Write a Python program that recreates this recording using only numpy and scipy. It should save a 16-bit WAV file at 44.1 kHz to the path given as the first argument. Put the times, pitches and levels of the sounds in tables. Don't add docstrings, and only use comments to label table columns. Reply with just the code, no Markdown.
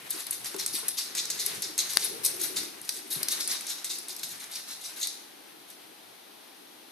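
import sys
import numpy as np
from scipy import signal
from scipy.fft import rfft, irfft, next_fast_len
from scipy.io import wavfile
from scipy.ndimage import uniform_filter1d

SR = 44100
rng = np.random.default_rng(int(sys.argv[2]) if len(sys.argv) > 2 else 0)


def to_wav(s):
    ch = np.atleast_2d(s).T
    pcm = np.round(np.clip(ch, -1, 1) * 32767)
    wavfile.write(sys.argv[1], SR, pcm.astype(np.int16))


N = 304731
T = np.arange(N) / SR
SIZE = next_fast_len(N + SR)
HZ = np.maximum(np.arange(SIZE // 2 + 1) * SR / SIZE, 1)

# (time of the top [s], relative level [dB], rise time [s])
PAW_STROKES = [(0.112, -35.5, 0.018), (0.203, -41, 0.073), (0.33, -34, 0.022), (0.46, -33, 0.012),
               (0.598, -31.5, 0.013), (0.682, -39, 0.008), (0.755, -28.5, 0.025), (0.908, -38, 0.008),
               (0.988, -27.5, 0.015), (1.185, -30, 0.031), (1.305, -29.5, 0.0039), (1.404, -27.5, 0.014),
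               (1.467, -38.5, 0.013), (1.555, -38.5, 0.012), (1.63, -30, 0.0058), (1.79, -23.5, 0.0072),
               (1.905, -30, 0.011), (1.956, -37, 0.008), (2.049, -30.5, 0.05), (2.253, -25.5, 0.016),
               (2.414, -30, 0.017), (2.436, -32, 0.008), (2.569, -26.5, 0.0075), (2.971, -42, 0.13),
               (3.133, -28.5, 0.027), (3.323, -28.5, 0.031), (3.409, -31.5, 0.0092), (3.516, -30.5, 0.031),
               (3.704, -33.5, 0.035), (3.848, -31, 0.004), (3.908, -30, 0.012), (4.096, -34.5, 0.0091),
               (4.195, -45, 0.01), (4.237, -32, 0.006), (4.317, -41, 0.025), (4.405, -41.5, 0.0082),
               (4.562, -36, 0.04), (4.713, -38, 0.034), (4.86, -39, 0.045), (4.995, -38.5, 0.03),
               (5.03, -31.5, 0.017), (5.082, -51.5, 0.011), (5.712, -49.5, 0.029)]
SLIP_BAND_EDGES = [400, 1800, 3200, 4500, 6000, 7600, 9300, 11500, 16000]


def scuffs(fall_s, own_share, patchy_db):
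    contact_rises, contact_s = 1.1, 0.0015
    ramp = 0.6
    crest_db, crest_power = -8, 11.7
    shuffle_db, shuffle_s = 0.5, 0.07
    dull, bright = np.zeros((2, N))
    treble_db = shine(np.transpose(PAW_STROKES)[0])
    for (top_s, level_db, rise_s), bright_db in zip(PAW_STROKES, treble_db):
        top = round(top_s * SR)
        span = slice(max(top - SR // 4, 0), top + SR // 2)
        t = T[span] - top_s
        swell = np.exp(np.minimum(ramp * t / rise_s, -t / fall_s))
        swell = swell + amp(crest_db) * swell ** crest_power
        swell = swell * np.clip((t + contact_rises * rise_s) / contact_s + 1, 0, 1)
        dull[span] += amp(level_db - bright_db / 2) * swell
        bright[span] += amp(level_db + bright_db / 2) * swell

    keep = np.exp(-1 / (shuffle_s * SR))
    dull, bright = [x + amp(shuffle_db) * signal.lfilter([1 - keep], [1, -keep], x) for x in (dull, bright)]

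    whole = slips(per_s=1200, spread_db=3.5)
    share = np.clip(own_share, 0, 1)
    strays = amp(-13) * uniform_filter1d(bright, size=SR // 4) * slips(per_s=35, spread_db=1.0)
    out = 0
    for low, high in zip(SLIP_BAND_EDGES, SLIP_BAND_EDGES[1:]):
        own = slips(per_s=1500, spread_db=2.0)
        drag = np.sqrt(1 - share) * whole + np.sqrt(share) * own
        envelope = dull if high < 8000 else bright
        drag = drag * amp(patchy_db * drift(22.6)) * envelope + strays
        out = out + signal.sosfilt(signal.butter(2, [low, high], "band", fs=SR, output="sos"), drag)
    return out


# (time [s], level against the middle range [dB])
CLAW_TREBLE = [(0, -3), (.6, -8.5), (1.2, -6.5), (2.3, -4), (3.3, -6), (5.7, -8)]


def shine(s):
    scatter_db = 4
    return np.interp(s, *np.transpose(CLAW_TREBLE)) + scatter_db * rng.standard_normal(len(s))


def slips(per_s, spread_db):
    sizes = amp(spread_db * np.minimum(rng.exponential(1, N), 5))
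    signs = rng.choice([-1, 1], N)
    happens = rng.random(N) < per_s * amp(6 * drift(60)) / SR
    return rms_one(sizes * signs * happens)


# (time [s], relative level [dB], brightness [dB])
CLAW_STRIKES = [(0.106, -16, 13), (0.2042, -24, 8), (0.2673, -17, 5), (0.309, -17.5, 17), (0.4452, -19, 0),
                (0.544, -26.5, -24), (0.564, -22, 9), (0.6622, -9, 5), (0.883, -10, 7), (0.888, -12.5, -4),
                (1.1509, -15, -5), (1.2545, -15.5, -3), (1.302, -9.5, 2), (1.4625, -9, 2), (1.481, -28, 9),
                (1.621, -16, 6), (1.7789, -10, 3), (1.9345, -19, 2), (2.2493, -10.5, 16), (2.2553, -16, 8),
                (2.2614, -7, 9.5), (2.415, -16, 12), (2.632, -23, -15), (2.8153, -25.5, 5), (2.85, -28, 10),
                (2.8917, -7.5, -2), (2.9712, -28, 10), (3.2306, -7.5, 4.5), (3.2848, -7.5, 1),
                (3.3241, -12, 7), (3.406, -16.5, 5), (3.476, -11, 4), (3.609, -23.5, -22),
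                (3.668, -18.5, -3), (3.8448, -16, -9), (3.955, -23, 5), (3.985, -20, 1), (4.084, -20.5, 3),
                (4.1642, -20, 7), (4.233, -15, -4), (4.4413, -30, -27), (4.5135, -26, 9),
                (4.8627, -26, -11), (5.071, -13, 8), (5.7021, -32, 6)]


def ticks(ring_db, skid_s, skid_db):
    tip_hz, tip_ring_s = (4000, 12000), 0.00025
    rebound_s, rebound_db = (0.0015, 0.004), -5
    body, dull, bright = np.zeros((3, N))
    t = np.arange(400) / SR
    skids = amp(skid_db) * crackle(len(CLAW_STRIKES), skid_s)
    chances = rng.random((len(CLAW_STRIKES), 3))
    for (s, level_db, bright_db), skid, (pitch, lag, side) in zip(CLAW_STRIKES, skids, chances):
        hz = np.interp(pitch, [0, 1], tip_hz)
        ring = amp(ring_db) * np.sin(2 * np.pi * hz * t) * np.exp(-t / tip_ring_s)
        strike = (ring + 1.4 * (t == 0)) * np.sign(side - 0.5)
        again = round(np.interp(lag, [0, 1], rebound_s) * SR)
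        burst = skid + strike + amp(rebound_db) * np.roll(strike, again)
        at = round(s * SR)
        body[at:at + 400] += amp(level_db + 3.0 - max(bright_db, -30) * 0.54) * burst
        dull[at:at + 400] += amp(level_db + 1.5 - bright_db * 0.31) * burst
        bright[at:at + 400] += amp(level_db - 3.5 + bright_db * 0.54) * burst
    upper = split(dull, bright, hz=7500)
    return split(body, upper, hz=2960)


# (frequency [Hz], level [dB])
CLAW_SPECTRUM = [(500, -36), (1000, -28), (2100, -16), (3100, -17.5), (3700, -5.5), (5500, -3),
                 (9000, -1.5), (12000, 2.5), (14500, -13)]


def claw_colour(x):
    return colour(x, at_hz(CLAW_SPECTRUM))


# (time [s], relative level [dB], depth, the tilt toward low modes [dB per octave])
BOARD_BLOWS = [(0.141, -38.5, -14.5), (0.544, -22.5, -9), (0.737, -39.5, 15), (0.83, -36, -13.5),
               (3.161, -35.5, 13.5)]
# (frequency [Hz], relative level [dB], 60 dB decay time [s])
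BOARD_MODES = [(140, -7, 0.074), (240, 0.5, 0.087), (320, 5, 0.065), (383, 0.5, 0.13), (437, 4.5, 0.038),
               (1054, -19, 0.035), (1390, -14.5, 0.013)]


def knocks():
    out = np.zeros(N)
    rebound_s, rebound_db = 0.019, -8.5
    for hz, mode_db, t60 in BOARD_MODES:
        blows = np.zeros(N) + 1e-18
        firsts, seconds = [crackle(len(BOARD_BLOWS), 0.36 / hz) for k in range(2)]
        for (s, level_db, depth_db), first, second in zip(BOARD_BLOWS, firsts, seconds):
            blow_db = level_db + mode_db - 11.5 - depth_db * np.log2(hz / 370)
            for lag_s, push in ((0, first), (rebound_s, amp(rebound_db) * second)):
                at = round((s + lag_s) * SR)
                blows[at:at + 400] += amp(blow_db) * push * np.sqrt(hz / SR)
        r, w = amp(-60 / (t60 * SR)), 2 * np.pi * hz / SR
        out += signal.lfilter([0, np.sin(w)], [1, -2 * r * np.cos(w), r * r], blows)
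    return signal.sosfilt(signal.butter(2, 110, "high", fs=SR, output="sos"), out)


def crackle(count, length_s):
    t = np.arange(400) / SR / length_s
    bursts = rng.standard_normal((count, 400)) * t * np.exp(-t)
    return bursts * np.sqrt(length_s * SR / np.sum(bursts ** 2, axis=1, keepdims=True))


# (frequency [Hz], 60 dB decay time [s])
REVERBERATION = [(1500, .5), (5000, .5), (10000, .42), (14000, .32)]


def room(near, sent, gap_s, lag_s, count=8):
    t = np.arange(SR * 3 // 4) / SR
    middles = [np.sqrt(a[0] * b[0]) for a, b in zip(REVERBERATION, REVERBERATION[1:])]
    edges = [150] + middles + [18000]
    noise = rng.standard_normal((count, 2, len(t)))
    tails = 0
    for (hz, t60), low, high in zip(REVERBERATION, edges, edges[1:]):
        band = signal.sosfilt(signal.butter(2, [low, high], "band", fs=SR, output="sos"), noise)
        early = amp(4.5 - 60 * t / 0.041)
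        late = amp(-60 * t / t60)
        tails = tails + band * (late + early) * (1 - np.exp(-t / gap_s))
    tails = tails / np.sqrt(np.sum(tails ** 2, axis=2, keepdims=True))
    turn = (T / 0.16).astype(int) % count
    out = 0
    for k, lag in enumerate(lag_s * rng.uniform(-1.73, 1, count)):
        shift = np.exp(2j * np.pi * HZ * lag * np.array([[1], [-1]]))
        direct = rfft(near * (turn == k), SIZE) * shift
        reflected = rfft(sent * (turn == k), SIZE) * rfft(tails[k], SIZE)
        out = out + direct + reflected
    return irfft(out, SIZE)[:, :N]


# (frequency [Hz], level [dB])
SNAP_SPECTRUM = [(100, -22), (700, -6.5), (2200, -3), (3300, -1), (4600, 14.5), (7000, -2), (10500, 2.5),
                 (14000, -8)]


def snap():
    at_s, peak_db, pan_db = 1.9714, -1.5, 6
    out, at = np.zeros(N), round(at_s * SR)
    lead = crackle(count=1, length_s=0.0002)[0]
    main = crackle(count=1, length_s=0.00045)[0]
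    out[at - 50:at + 350] += amp(-9) * lead
    out[at:at + 400] += amp(-3) * main
    out[at + 8] += amp(11.5)
    out = colour(out, at_hz(SNAP_SPECTRUM))
    return amp(peak_db) * out / np.abs(out).max() * amp([[pan_db / 2], [-pan_db / 2]])


# (time [s], frequency [Hz], relative level [dB])
HOLLOW_TONE = [(.95, 340.3, -64), (1.15, 350, -56), (1.46, 415, -54.5), (1.702, 355, -52),
               (1.92, 369.6, -60.5), (2.099, 400, -49.5), (2.27, 400, -51), (2.55, 345.9, -49),
               (2.74, 341, -58.5), (3.44, 320, -53.5), (3.66, 320, -61.5), (4.14, 332.7, -59),
               (4.4, 328.5, -67.5), (5.58, 328, -61.5), (6.1, 330, -69.5), (6.5, 330, -64)]


def hollow(own_db):
    width_hz, lead_rad = 88, 1.43
    s, hz, level_db = np.transpose(HOLLOW_TONE)
    carrier = np.exp(2j * np.pi * np.cumsum(np.interp(T, s, hz)) / SR)
    shared, own = [drift(width_hz) + 1j * drift(width_hz) for k in range(2)]
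    sides = np.array([shared * np.exp(1j * lead_rad), shared + amp(own_db) * own])
    level = amp(np.interp(T, s, level_db) + 1.64 * drift(7.9))
    return level * np.real(sides * carrier)


# (time [s], deep part [dB], rustle [dB])
MOVEMENT = [(0, -64, -49.5), (.65, -59, -52), (1.0, -75, -51), (1.2, -60, -51.5), (1.9, -64, -49),
            (2.62, -57.5, -45.5), (2.74, -65.5, -55.5), (3.399, -89, -48), (4.0, -92, -56.5),
            (4.28, -60, -53), (4.5, -77.5, -53.5), (6.9, -77.5, -76)]


def rumble():
    s, deep_db, rustle_db = np.transpose(MOVEMENT)
    deep = diffuse(at_hz([(30, -67), (70, -16), (110, 7.5), (220, -1.0), (350, -28.5)]))
    rustle = diffuse(at_hz([(300, -12.5), (600, -8.5), (1400, -10.0), (2200, -9.5), (4000, -14.0)]))
    deep_level = amp(np.interp(T, s, deep_db) + 4 * drift(5.5))
    rustle_level = amp(np.interp(T, s, rustle_db) + 2.8 * drift(12.0))
    return deep_level * deep + rustle_level * rustle


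# (frequency [Hz], relative level [dB])
AIR_SPECTRUM = [(40, -47), (120, -12), (260, -0.5), (590, -2.5), (790, -0.5), (1100, -7.5), (2800, -11.5),
                (4100, -7), (6000, -9.5), (8000, -16), (10700, -10.5), (12500, -13), (14000, -6)]


def air():
    return amp(-52.5) * diffuse(at_hz(AIR_SPECTRUM))


# (frequency [Hz], left-right correlation [-1 to 1])
CORRELATION = [(60, 0.77), (180, 0.97), (530, -0.34), (1580, 0.24), (4720, 0.23), (14000, 0.18)]


def diffuse(db):
    mid, side = rfft(rng.standard_normal((2, SIZE))) * amp(db)
    alike = np.clip(at_hz(CORRELATION), -1, 1)
    stereo = np.sqrt(1 + alike) * mid + np.sqrt(1 - alike) * side * [[1], [-1]]
    return rms_one(irfft(stereo, SIZE)[:, :N])


def drift(rate):
    r = np.exp(-80 * np.pi * rate / SR)
    slow = signal.lfilter([1], [1, -2 * r, r * r], rng.standard_normal(N // 40 + 2002))[2000:]
    return np.interp(np.arange(N) / 40, np.arange(len(slow)), rms_one(slow))


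def colour(x, db):
    cepstrum = irfft(np.log(amp(db)), SIZE)
    cepstrum[1:SIZE // 2] *= 2
    cepstrum[SIZE // 2 + 1:] = 0
    response = np.exp(rfft(cepstrum))
    return irfft(rfft(x, SIZE) * response, SIZE)[..., :N]


def split(dull, bright, hz):
    lows = signal.sosfilt(signal.butter(3, hz, "low", fs=SR, output="sos"), dull)
    highs = signal.sosfilt(signal.butter(3, hz, "high", fs=SR, output="sos"), bright)
    return lows + highs


def at_hz(points, column=1):
    points = np.array(points)
    return np.interp(np.log(HZ), np.log(points[:, 0]), points[:, column])


def amp(db):
    return 10 ** (np.asarray(db) / 20)


def rms_one(x):
    return x / np.sqrt(np.mean(x ** 2) + 1e-20)


def scene():
    scuffed = claw_colour(scuffs(fall_s=0.017, own_share=0.45, patchy_db=1.5))
    ticked = claw_colour(ticks(ring_db=-3, skid_s=0.0013, skid_db=-11))
    knocked = knocks()
    near = amp(-1.0) * scuffed + ticked + knocked
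    sent = amp(-2.0) * scuffed + amp(-3) * ticked + amp(-5) * knocked
    animal = room(near, sent, gap_s=0.00062, lag_s=0.000014)
    return animal + snap() + hollow(own_db=-9.0) + rumble() + air()


# (frequency [Hz], left [dB], right [dB])
PORT_RESPONSE = [(30, -11.5, -27), (89, -6, -14), (198, 1, -1), (3260, 9.5, 6.5), (5400, 2, 2),
                 (6550, 3.5, 1.5), (7400, -3, -0.5), (8370, 2.5, 10.5), (9530, 5.5, 1), (10570, 9, 3),
                 (13030, 7, -5.5), (14900, 0.5, 4)]


def record(dry):
    left = colour(dry[0], at_hz(PORT_RESPONSE, column=1))
    right = colour(dry[1], at_hz(PORT_RESPONSE, column=2))
    clipped = np.clip(np.array([left, right]), -1, 1)
    return signal.sosfilt(signal.cheby2(20, 75, 14500, fs=SR, output="sos"), clipped)


dry = scene()
out = record(dry)
to_wav(out)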